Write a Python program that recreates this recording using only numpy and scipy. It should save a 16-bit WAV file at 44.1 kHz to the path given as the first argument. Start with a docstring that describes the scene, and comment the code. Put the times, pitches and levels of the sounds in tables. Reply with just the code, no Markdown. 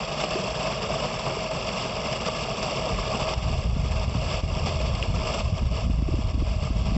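"""Irrigation pipe in an open field.

A pump drives a thick jet of water onto wet ground. Lumps of water slap into the puddle,
throwing spray and bubbles, over the fuzzy tone of the pump and pipe. Halfway through,
wind starts to buffet the microphone, and the gain control ducks the water under strong gusts."""
import sys
import numpy as np
from scipy import signal
from scipy.fft import rfft, irfft
from scipy.io import wavfile
from scipy.ndimage import uniform_filter1d, minimum_filter1d

SR = 44100
rng = np.random.default_rng(int(sys.argv[2]) if len(sys.argv) > 2 else 0)


def int16_out(signal):
    """Quantize to a 16-bit WAV file."""
    q = np.round(np.clip(np.atleast_2d(signal).T, -1, 1) * 32767)
    wavfile.write(sys.argv[1], SR, q.astype(np.int16))


N = 307377
TIME_S = np.arange(N) / SR

# Water spectra, low to high band: freq_hz, level_db
SPLASH_SPECTRUM = [(160, -43), (280, -13.5), (318, -13), (403, -5), (569, -2.5), (632, -0.5), (723, -4.5),
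                   (873, -8), (1160, -4.5), (1270, -8.5), (1420, -18), (1500, -26), (1950, -42),
                   (3300, -120)]
SPRAY_SPECTRUM = [(1150, -47), (1480, -16.5), (1680, -8), (1860, -18.5), (2130, -5), (2380, -5.5),
                  (2740, 0.5), (2920, -2.5), (3110, -8), (3340, -3.5), (3750, -11.5), (3950, -19),
                  (4200, -35.5)]
FIZZ_SPECTRUM = [(3700, -34.5), (4020, -20.5), (4250, -7), (4550, -2.5), (5000, -1), (5550, -3),
                 (6150, -14), (6600, -14.5), (6980, -16.5), (7230, -9), (7340, -6), (7750, -4),
                 (8500, -31.5)]


def gain_of(db):
    """Decibels to amplitude."""
    return 10 ** (np.asarray(db) / 20)


def unit_rms(x):
    """Scale to rms 1."""
    return x / np.sqrt(np.mean(x ** 2) + 1e-20)


def steadied(x, window_samples):
    """Divide by the running rms: slow swell goes, fast flutter stays."""
    return x / np.sqrt(abs(uniform_filter1d(x ** 2, window_samples)) + 1e-12)


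def smoothed(x, window_s):
    """Hann-weighted running mean."""
    window = np.hanning(round(window_s * SR))
    return signal.fftconvolve(x, window / window.sum(), "same")


def curve(points):
    """Straight lines through (time_s, value) points."""
    return np.interp(TIME_S, *np.transpose(points))


def burst(start_s, length_s, rise_s, fall_s):
    """Envelope: linear rise, hold until length_s, exponential fall."""
    age_s = TIME_S - start_s
    return np.clip(age_s / rise_s, 0, 1) * np.exp(-np.maximum(age_s - length_s, 0) / fall_s)


def add(mix, start_s, sound):
    """Mix a sound in at start_s."""
    part = mix[max(round(start_s * SR), 0):][:len(sound)]
    part += sound[:len(part)]


def colour(x, spectrum, size=4096):
    """Causal unit-energy filter shaped by (freq_hz, level_db) points."""
    hz, db = np.transpose(spectrum)
    bins_hz = abs(np.fft.fftfreq(size, 1 / SR))
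    log_gain = np.log(gain_of(np.interp(np.log(bins_hz + 1), np.log(hz + 1), db)))
    taps = np.fft.ifft(np.exp(signal.hilbert(log_gain).conj())).real[:size // 2]
    return signal.oaconvolve(x, taps / np.linalg.norm(taps))[:len(x)]


def impacts(per_s, spread_db):
    """Random clicks near size 1; a few are larger, or smaller if spread_db is negative."""
    size = gain_of(spread_db * np.minimum(rng.exponential(1, N), 4))
    return size * (rng.random(N) < per_s / SR)


def buffets(push_hz=62, push_decay_s=0.011, pop_decay_s=0.0027):
    """Single eddies thump the microphone. Returns the thumps and a dip envelope around each."""
    # Eddies: start_s, level_db (relative to the wind), crisp_db, pop_hz
    eddies = [(3.404, 3, -22, 170), (3.764, 6.5, -5, 150), (3.854, 8, -12, 200), (4.149, 13, -7.5, 153),
              (4.432, 16, -15, 180), (4.521, 15.5, -22, 170), (4.97, 4.5, -14, 187), (5.096, 12, -19, 170),
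              (5.651, 7.5, -25, 171), (5.898, 12, -16.5, 199), (6.022, 14.5, -15, 213),
              (6.086, 10.5, -16.5, 336), (6.138, 13, -19, 324), (6.187, 7.5, -7.5, 231),
              (6.342, 3, -10.5, 243), (6.376, 9.5, -17.5, 228), (6.421, 10, -16.5, 283),
              (6.704, 12, -14, 228), (6.918, 4, -10.5, 209)]
    thumps, dip = np.zeros((2, N))
    t = np.arange(SR // 12) / SR
    from_pop_s = t - 0.004
    for start_s, level_db, crisp_db, pop_hz in eddies:
        push = np.sin(2 * np.pi * push_hz * t) * np.exp(-t / push_decay_s)
        pop_phase = 2 * np.pi * pop_hz * from_pop_s + rng.uniform(-1.1, 1)
        pop = np.sin(pop_phase) * np.exp(-abs(from_pop_s) / pop_decay_s)
        add(thumps, start_s, gain_of(level_db) * (push + gain_of(crisp_db + 10) * pop))
        add(dip, start_s - 0.025, np.hanning(SR // 16))
    return thumps, dip


def wind():
    """Round swells of pressure on the microphone; the strongest break into flutter."""
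    # Freshening breeze: time_s, level_db
    breeze = [(0, -43), (2.7, -40.5), (3.6, -30.5), (5.0, -30), (5.3, -32.5), (5.8, -26), (6.97, -26.5)]
    # Gusts on top of it: start_s, length_s, level_db
    gusts = [(.47, 0.057, -43), (0.652, 0.034, -53), (0.86, 0.043, -39), (2.905, 0.072, -30),
             (3.355, 0.068, -27), (3.447, 0.16, -29.5), (3.643, .19, -19), (3.898, 0.31, -27.5),
             (4.424, 0.074, -25.5), (4.583, 0.059, -36), (4.734, .24, -30), (5.074, 0.084, -20.5),
             (5.431, .12, -21.5), (5.603, 0.074, -15), (5.816, 0.059, -18.5), (5.872, 0.28, -16.5),
             (6.232, 0.044, -17), (6.32, 0.1, -14.5), (6.458, 0.17, -27), (6.68, 0.19, -22),
             (6.902, .08, -19)]
    # Turbulence spectra: freq_hz, level_db
    rumble_spectrum = [(12, -50.5), (25, -22.5), (40, 0), (58, -0.5), (90, -6.5), (140, -12), (210, -22),
                       (320, -43), (700, -60), (2000, -78)]
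    flutter_spectrum = [(50, -18.5), (110, 7.5), (170, -1), (240, -9), (340, -20.5), (700, -34.5),
                        (2000, -68)]
    pressure = gain_of(curve(breeze))
    for start_s, length_s, level_db in gusts:
        pressure += gain_of(level_db) * burst(start_s, length_s, rise_s=0.011, fall_s=0.029)
    swell = steadied(colour(rng.standard_normal(N), rumble_spectrum), 6000)
    strength = np.sqrt(abs(uniform_filter1d(swell ** 2, size=600)))
    flutter = steadied(colour(rng.standard_normal(N), flutter_spectrum) * strength ** 3, 9000)
    rumble = gain_of(1) * swell + gain_of(-8.5) * flutter
    thumps, dip = buffets()
    # the rumble dips around each thump so the thump stands out
    return pressure * (rumble * gain_of(-5 * dip) + thumps)


def pump(surge_db, pitch_hz=637, width_hz=46, base_db=-39):
    """Churning flow excites one resonance of pump and pipe: a fuzzy tone, louder in a surge."""
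    pole = np.exp(-np.pi * width_hz / SR)
    churn = rng.standard_normal(N) + 1j * rng.standard_normal(N)
    for _ in range(2):
        churn = signal.lfilter([1 - pole], [1, -pole], churn)
    tone = (churn * np.exp(2j * np.pi * pitch_hz * TIME_S)).real
    return gain_of(base_db + surge_db) * steadied(tone, 12000)


def plops(decay_cycles=2.8, glide_per_s=0.82, attack_s=0.001):
    """Large air pockets in the puddle ring for a few cycles, rising in pitch."""
    # Air pockets: start_s, level_db, pitch_hz
    pockets = [(0.356, -17.5, 376), (0.904, -12.5, 610), (1.368, -20.5, 428), (2.485, -17.5, 640),
               (2.871, -17.5, 605)]
    out, t = np.zeros(N), np.arange(SR // 8) / SR
    for start_s, level_db, pitch_hz in pockets:
        ring = np.sin(2 * np.pi * pitch_hz * (t + glide_per_s * t ** 2 / 2))
        envelope = np.exp(-t * pitch_hz / decay_cycles) * (1 - np.exp(-t / attack_s))
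        add(out, start_s, gain_of(level_db + 2) * ring * envelope)
    return out


def spit(pitch_hz=2800, decay_s=0.0025):
    """A stray spit of water ticks sharply."""
    # Spit: start_s, level_db
    ticks = [(5.026, -14)]
    # Its noise: freq_hz, level_db
    crack_spectrum = [(900, -27), (1600, -14), (2800, 4), (3400, -12), (4000, -22), (6000, -22)]
    out, t = np.zeros(N), np.arange(SR // 12) / SR
    for start_s, level_db in ticks:
        crack = colour(rng.standard_normal(len(t)), crack_spectrum)
        tick = (0.9 * np.sin(2 * np.pi * pitch_hz * t) + 0.25 * crack) * np.exp(-t / decay_s)
        add(out, start_s + 0.00078, gain_of(level_db - 0.5) * tick)
    return out


def slaps(decay_s=0.0088):
    """Big lumps of water burst on the puddle into splash and spray."""
    # Hardest slaps: start_s, level_db, spray_share_db
    hits = [(0.209, -15, -17), (0.236, -10, -15), (0.307, -19.5, -3.5), (1.035, -24, -11),
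            (1.263, -15.5, -24), (2.126, -22, -1), (2.279, -15, -15), (2.627, -21.5, 1), (4.659, -16, -9),
            (5.271, -21, -4)]
    out, t = np.zeros(N), np.arange(SR // 12) / SR
    for start_s, level_db, spray_share_db in hits:
        low, high = rng.standard_normal((2, len(t))) * np.exp(-t / decay_s)
        body = colour(low, SPLASH_SPECTRUM)
        bright = colour(high, SPRAY_SPECTRUM) + 0.77 * colour(high, FIZZ_SPECTRUM)
        add(out, start_s, gain_of(level_db - 9) * (body + gain_of(spray_share_db + 1.5) * bright))
    return out


def surges():
    """Thicker slugs of water land. Returns the dB added to the splash and to the spray."""
    # Slugs: start_s, length_s, splash_db, spray_db
    slugs = [(0.184, 0.061, 2.5, 6), (0.304, 0.09, 2, 2.5), (0.433, 0.059, 2.5, 1.5), (0.589, 0.13, 3, 2.5),
             (0.824, 0.18, 2.5, 1.5), (1.02, 0.04, 5, 3), (1.261, 0.052, 4.5, 1.0), (1.48, 0.075, 1, -0.5),
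             (1.642, 0.047, 1.5, 3), (1.742, 0.096, 1.5, 3.0), (2.032, 0.14, 1.5, 1.5),
             (2.251, 0.036, 4, 5), (2.353, 0.088, -0.5, 2.0), (2.623, 0.17, 2.5, 2), (2.838, 0.08, 3.5, 1),
             (2.977, 0.024, 3.5, 2.5), (3.091, 0.085, 4.5, 2.5), (3.197, 0.14, 3.5, 3),
             (4.292, 0.07, 1, 3.0), (4.659, 0.018, 7.5, 8), (5.255, 0.13, 2, 2)]
    return sum(np.outer(boost_db, burst(start_s, length_s, rise_s=0.012, fall_s=0.0071))
               for start_s, length_s, *boost_db in slugs)


def lumps(per_s, spread_db, decay_s, rise_s=0.0034):
    """Force of landing lumps of water: short blows, summed in power."""
    t = np.arange(SR // 5) / SR
    blow = np.exp(-t / decay_s) - np.exp(-t / rise_s)
    power = irfft(rfft(impacts(per_s, spread_db) ** 2) * rfft(blow ** 2, N), N)
    return unit_rms(np.sqrt(abs(power)))


def drops(per_s, spread_db, mist):
    """Separate drop impacts in a mist of countless tiny ones."""
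    clicks = unit_rms(impacts(per_s, spread_db) * rng.choice([-1, 1], N))
    return unit_rms(clicks + mist * rng.standard_normal(N))


def bubbles(low_hz, high_hz, per_s, decay_cycles, rise, spread_db, sizes=30):
    """Trapped bubbles ring and rise in pitch as they near the surface."""
    out = np.zeros(N)
    for pitch_hz in np.linspace(low_hz, high_hz, sizes):
        decay_s = decay_cycles / pitch_hz
        age = np.arange(0, 5 * decay_s, 1 / SR) / decay_s
        ring = np.exp(-age) * np.sin(2 * np.pi * decay_cycles * (age + rise * age ** 2 / 2))
        out += signal.oaconvolve(impacts(per_s / sizes, spread_db), ring * np.sqrt(pitch_hz))[:N]
    return unit_rms(out)


def mid_band(force):
    """A 1.3-2 kHz band of the water sound, swelling with loud splashes and slowly getting quieter."""
    # Band level: time_s, level_db
    band_level = [(0, -49), (2.5, -54.5), (6.97, -60.5)]
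    band = bubbles(1310, 1996, per_s=900, decay_cycles=3.3, rise=0.02, spread_db=-3)
    return gain_of(curve(band_level)) * steadied(band * force ** 0.86, 6000)


def spray(force):
    """Fine drops and tiny bubbles, flung by the lumps and landing in bursts of their own."""
    shower = force ** 0.5 * lumps(per_s=380, spread_db=0.5, decay_s=0.01) ** 0.27
    patter = drops(per_s=2400, spread_db=-0.5, mist=1)
    tinkle = bubbles(1539, 5994, per_s=700, decay_cycles=7.8, rise=0.02, spread_db=-1)
    spatter = colour((patter + 0.37 * tinkle) * shower, SPRAY_SPECTRUM)
    fizz = colour((patter + 0.5 * tinkle) * shower, FIZZ_SPECTRUM)
    return gain_of(-2) * steadied(spatter, 3500) + gain_of(-5) * steadied(fizz, 3500)


def splash(force):
    """Lumps plunge deep into the puddle and stir up drops and gurgling bubbles."""
    # Deep plunge: freq_hz, level_db
    plunge_spectrum = [(50, -17.5), (100, -12.5), (130, 2.5), (165, 0.5), (215, -1.5), (270, -11),
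                       (400, -20), (900, -77)]
    plunge = colour(rng.standard_normal(N) * force ** 0.76, plunge_spectrum)
    gurgle = bubbles(330.6, 1433, per_s=900, decay_cycles=5.66, rise=0.045, spread_db=0.5)
    patter = drops(per_s=1700, spread_db=1, mist=0.82)
    slosh = colour((patter + 0.38 * gurgle) * force ** 0.44, SPLASH_SPECTRUM)
    return steadied(slosh, 3500) + gain_of(-3.5) * steadied(plunge, 6000)


def jet(splash_surge_db, spray_surge_db, splash_gain_db=-33.5, spray_gain_db=-36):
    """The jet lands in lumps; the same force drives splash, spray and the band between."""
    force = lumps(per_s=170, spread_db=4, decay_s=0.026)
    low = gain_of(splash_gain_db + splash_surge_db) * splash(force)
    high = gain_of(spray_gain_db + spray_surge_db) * spray(force)
    middle = gain_of(1.2 * splash_surge_db) * mid_band(force)
    return low + middle + high


def gain_control(x, threshold_db=-20.5, cut_share=0.83, ahead_s=0.025, hold_s=0.034):
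    """Turns everything down just before a loud moment, so gusts push the water back."""
    power = smoothed((x ** 2).mean(0), window_s=0.011)
    excess_db = 10 * np.log10(np.hypot(1, power / gain_of(threshold_db) ** 2))
    ahead, hold = round(ahead_s * SR), round(hold_s * SR)
    cut_db = minimum_filter1d(-cut_share * excess_db, ahead + hold, origin=(hold - ahead) // 2)
    return x * gain_of(smoothed(cut_db, ahead_s))


def scene():
    """All sources, identical in both channels."""
    splash_surge_db, spray_surge_db = surges()
    water = jet(splash_surge_db, spray_surge_db) + slaps() + spit() + plops()
    mix = water + pump(splash_surge_db) + wind()
    return np.array([mix, mix])


def record(dry, low_cut_hz=25, high_cut_hz=7755, ceiling=0.3):
    """Microphone bass cut, gain control, soft clipping, band limit."""
    highpass = signal.butter(3, low_cut_hz, "highpass", fs=SR, output="sos")
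    held = gain_control(signal.sosfilt(highpass, dry))
    rounded = held / (1 + (held / ceiling) ** 6) ** (1 / 6)
    soft_ends = signal.windows.tukey(N, 0.001)
    lowpass = signal.firwin(2501, high_cut_hz, window=("kaiser", 8), fs=SR)
    return signal.oaconvolve(rounded * soft_ends, lowpass[None], "same")


dry = scene()
out = record(dry)
int16_out(out)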